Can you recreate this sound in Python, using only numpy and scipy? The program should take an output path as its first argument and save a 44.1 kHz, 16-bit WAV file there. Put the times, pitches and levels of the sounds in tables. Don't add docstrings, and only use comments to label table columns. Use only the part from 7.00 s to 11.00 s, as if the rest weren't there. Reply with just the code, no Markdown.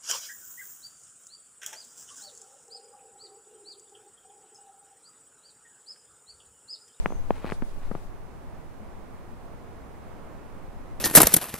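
import sys
import numpy as np
from scipy import signal
from scipy.fft import rfft, irfft
from scipy.io import wavfile

SR = 44100
rng = np.random.default_rng(int(sys.argv[2]) if len(sys.argv) > 2 else 0)


def wav_record(signal):
    frames = np.transpose(np.atleast_2d(signal))
    bounded = np.clip(frames, -1, 1)
    quanta = np.round(bounded * 32767).astype(np.int16)
    wavfile.write(sys.argv[1], SR, quanta)


N = 176400

# pitch_hz, relative_db
TRAFFIC_SPECTRUM = [(30, -6.5), (60, 5), (85, 1.5), (115, -2.5), (160, -2), (215, -2.5), (300, -4),
                    (500, -7.5), (800, -9), (1100, -12), (1500, -18), (2300, -24), (3200, -33.5),
                    (5000, -41.5), (15000, -48)]
# pitch_hz, correlation
TRAFFIC_LIKENESS = [(60, -0.19), (130, 0.2), (290, 0.27), (640, 0.51), (1400, 0.29), (3100, 0.57),
                    (7000, .1)]
# pitch_hz, left_minus_right_db
TRAFFIC_BALANCE = [(60, 3.5), (120, -4), (380, -2.5), (700, -4.5), (1300, -5.5), (2400, -2), (6000, -3.5)]
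# time_s, level_db
TRAFFIC_LEVEL = [(0, -44.5), (.7, -46.5), (1.2, -46), (1.8, -46), (2.3, -45.5), (2.8, -45.5), (3.4, -44),
                 (4, -44.5)]
# pitch_hz, relative_db
HISS_SPECTRUM = [(100, 2.5), (3000, 2.5), (6000, -0.5), (9500, -1), (12000, -3.5), (15500, -8.5)]
# pitch_hz, relative_db
SWAY_SPECTRUM = [(3, -17.5), (9, -5), (13, -9), (20, -13), (30, -13.5), (45, -27), (80, -30.5), (130, -36),
                 (300, -78), (1000, -102)]
# time_s, level_db
SWAY_STRENGTH = [(0, -26.5), (.5, -34.5), (.9, -31.5), (1.1, -38.5), (1.25, -41.5), (2.2, -42.5),
                 (3, -45.5), (3.6, -43), (4, -36)]
# peak_s, pitch_hz, fall_s, level_db
LOW_BUMPS = [(0.471, 81.6, 0.076, -45.5), (1.82, 218.5, .018, -44), (2.757, 58.1, 0.12, -47.5)]
# peak_s, rise_s, fall_s, crunch_db, powder_db
SNOW_PRESSES = [(.01, 0.032, 0.071, -59, -60), (.372, 0.032, 0.027, -48, -63),
                (.452, 0.026, 0.033, -47, -72), (.495, 0.03, 0.017, -48, -65),
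                (.53, 0.023, 0.025, -55, -55), (.69, 0.034, .03, -75, -64), (.85, .03, 0.031, -52.5, -72),
                (.965, 0.028, 0.02, -57.5, -76)]
# pitch_hz, relative_db
CRUNCH_SPECTRUM = [(100, -14), (250, 1), (500, -2), (950, 2), (1500, -5.5), (2500, -8), (3300, -15.5),
                   (4400, -18), (5500, -30), (15000, -40)]
# pitch_hz, relative_db
POWDER_SPECTRUM = [(1500, -41), (3500, 4), (6000, -0.5), (9500, 1), (12000, -11), (16000, -26)]
# ratio_to_body_pitch, t60_s, relative_db
HOUSING_MODES = [(1, 0.036, -0.5), (1.3, 0.01, -10), (2.1, 0.017, -1.5)]
# start_s, push_db, contact_s, thin_below_hz, ring_db, body_pitch_hz,
# click_db, click_pitch_hz, left_minus_right_db
HOUSING_KNOCKS = [(.0591, -9.5, 0.00042, 296, -25.5, 180, -37, 1920, 5.5),
                  (0.1047, -27, .0011, 700, -43, 230, -45, 2200, 5),
                  (0.1224, -26, 0.00088, 600, -39, 227, -42, 2230, 4),
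                  (0.3062, -6.5, .00122, 1090, -31.5, 207, -27, 2630, 5),
                  (0.4442, -23.5, .0011, 400, -27, 207, -40, 2200, 4),
                  (0.5213, -24, 0.00063, 280, -23.5, 184, -20, 1790, 3.5),
                  (0.6219, -31, 0.0023, 260, -26, 247, -28.5, 1630, 2.5),
                  (0.9129, -31, .0012, 200, -25.5, 206, -55, 1500, 6.5),
                  (0.9511, -25, 0.00088, 220, -29, 159, -40, 2720, 5),
                  (3.112, -65, 0.00057, 400, -52, 210, -57, 1800, -1)]

STANDSTILL_S, CROSSFADE_S = 1.084, 0.038
CRUNCH_PAN_DB, CRUNCH_WIDTH = 2.5, 0.36


def undb(db):
    return 10 ** (np.asarray(db) / 20)


def times():
    return np.arange(N) / SR


def freqs():
    return np.maximum(np.arange(N // 2 + 1) * SR / N, 1e-3)


def by_time(points):
    return np.interp(times(), *np.array(points).T)


def by_pitch(points):
    hz, value = np.array(points).T
    return np.interp(np.log(freqs()), np.log(hz), value)


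def unit(x):
    return x / np.sqrt(np.mean(x ** 2))


def colour(x, spectrum):
    return unit(irfft(rfft(x) * undb(by_pitch(spectrum)), N))


def pan(db):
    return undb(np.vstack([db, -db]) / 2)


def cut(x, hz, kind, order):
    return signal.sosfilt(signal.butter(order, hz, kind, fs=SR, output="sos"), x)


def band(x, low_hz, high_hz, top_order):
    return cut(cut(x, low_hz, "highpass", order=2), high_hz, "lowpass", top_order)


def drift(rate_hz):
    return unit(irfft(rfft(rng.standard_normal(N)) * np.exp(-(freqs() / rate_hz) ** 2), N))


def swell(peak_s, rise_s, fall_s):
    t = times() - peak_s
    return np.exp(-(t / np.where(t < 0, rise_s, fall_s)) ** 2 / 2)


def far_traffic(still, waver_db=.5):
    mid, side = rfft(rng.standard_normal((2, N)))
    alike = by_pitch(TRAFFIC_LIKENESS)
    pair = mid * np.sqrt(1 + alike) + np.array([side, -side]) * np.sqrt(1 - alike)
    ahead = colour(irfft(pair, N), TRAFFIC_SPECTRUM)
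    aside = colour(irfft(pair * pan(by_pitch(TRAFFIC_BALANCE)), N), TRAFFIC_SPECTRUM)
    level_db = by_time(TRAFFIC_LEVEL) + waver_db * drift(rate_hz=6)
    return (ahead * (1 - still) + aside * still) * undb(level_db)


def microphone_hiss(still, walking_db=-60.5, still_db=-65):
    hiss = colour(rng.standard_normal((2, N)), HISS_SPECTRUM)
    return hiss * undb(walking_db * (1 - still) + still_db * still)


def microphone_sway(side_db=2.5):
    mid, side = rng.standard_normal((2, N))
    rocking = mid + undb(side_db) * np.array([side, -side])
    rumble = colour(rocking, SWAY_SPECTRUM) * undb(by_time(SWAY_STRENGTH))
    for peak_s, pitch_hz, fall_s, level_db in LOW_BUMPS:
        tone = np.sin(2 * np.pi * pitch_hz * (times() - peak_s))
        rumble += undb(level_db) * swell(peak_s, fall_s / 2, fall_s) * tone
    return rumble


def far_bird(pitch_hz=6360, spread_hz=250, level_db=-61.5):
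    narrow_band = np.exp(-((freqs() - pitch_hz) / spread_hz) ** 2 / 2)
    note = irfft(rfft(rng.standard_normal((2, N))) * narrow_band, N)
    return undb(level_db) * unit(note) * swell(peak_s=.13, rise_s=.055, fall_s=.055)


def snow_crystals(breaks_per_s=3000, spread_db=3):
    size = undb(spread_db * np.minimum(rng.exponential(size=N), 5))
    breaks = rng.random(N) < breaks_per_s / SR
    return breaks * size * rng.choice([-1, 1], N)


def footsteps():
    crystals = snow_crystals() + CRUNCH_WIDTH * np.array([snow_crystals(), snow_crystals()])
    crunch = colour(crystals, CRUNCH_SPECTRUM)
    powder = colour(rng.standard_normal((2, N)), POWDER_SPECTRUM)
    crunch_power, powder_power = np.zeros((2, N))
    for peak_s, rise_s, fall_s, crunch_db, powder_db in SNOW_PRESSES:
        press = swell(peak_s, rise_s, fall_s)
        crunch_power += (undb(crunch_db) * press) ** 2
        powder_power += (undb(powder_db) * press) ** 2
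    return pan(CRUNCH_PAN_DB) * np.sqrt(crunch_power) * crunch + np.sqrt(powder_power) * powder


def snow_creak(start_s=.444, end_s=.513, slips_per_s=150, decay_s=.001, spread_db=.8, level_db=-42.5):
    jitter, sizes = rng.standard_normal((40, 2)).T
    slip_times = start_s + np.cumsum(np.exp(.2 * jitter)) / slips_per_s
    t = times()
    bursts = sum(undb(spread_db * size) * (t > at) * np.exp(-np.abs(t - at) / decay_s)
                 for at, size in zip(slip_times, sizes) if at < end_s)
    noise = rng.standard_normal(N) + CRUNCH_WIDTH * rng.standard_normal((2, N))
    slips = colour(bursts * noise, CRUNCH_SPECTRUM)
    slips *= np.sqrt((end_s - start_s) * SR / N)
    return pan(CRUNCH_PAN_DB) * undb(level_db) * slips


def housing_knocks(click_decay_s=.00035, rattle_decay_s=.0059, rattle_to_ring_db=-7.5):
    t = np.arange(SR // 10) / SR
    knocks = np.zeros((2, N + len(t)))
    for start_s, push_db, contact_s, thin_hz, ring_db, body_hz, click_db, click_hz, pan_db in HOUSING_KNOCKS:
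        force = np.abs(np.sin(np.pi * np.minimum(t / contact_s, 1))) ** 1.35
        push = cut(force, thin_hz, "highpass", order=1)
        modes = sum(undb(db) * np.sin(2 * np.pi * body_hz * ratio * t) * undb(-60 * t / t60_s)
                    for ratio, t60_s, db in HOUSING_MODES)
        ring = -signal.fftconvolve(modes, force)[:len(t)]
        click = np.sin(2 * np.pi * click_hz * t) * np.exp(-t / click_decay_s)
        knock = np.zeros(len(t))
        for part, peak_db in (push, push_db), (ring, ring_db), (click, click_db):
            dulled = band(part, low_hz=117, high_hz=2860, top_order=5)
            knock += undb(peak_db) * dulled / np.abs(dulled).max()
        loose_parts = unit(band(rng.standard_normal((2, len(t))), low_hz=202, high_hz=1120, top_order=3))
        rattle = undb(ring_db + rattle_to_ring_db) * loose_parts * np.exp(-t / rattle_decay_s)
        start = int(start_s * SR)
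        knocks[:, start:start + len(t)] += pan(pan_db) * (knock + rattle)
    return knocks[:, :N]


def scene():
    still = np.clip((times() - STANDSTILL_S) / CROSSFADE_S + .5, 0, 1)
    background = far_traffic(still) + microphone_hiss(still) + microphone_sway()
    return background + footsteps() + snow_creak() + housing_knocks() + far_bird()


def record(dry, top_hz=15750):
    return signal.sosfilt(signal.ellip(14, .1, 70, top_hz, fs=SR, output="sos"), dry)


dry = scene()
out = record(dry)
wav_record(out)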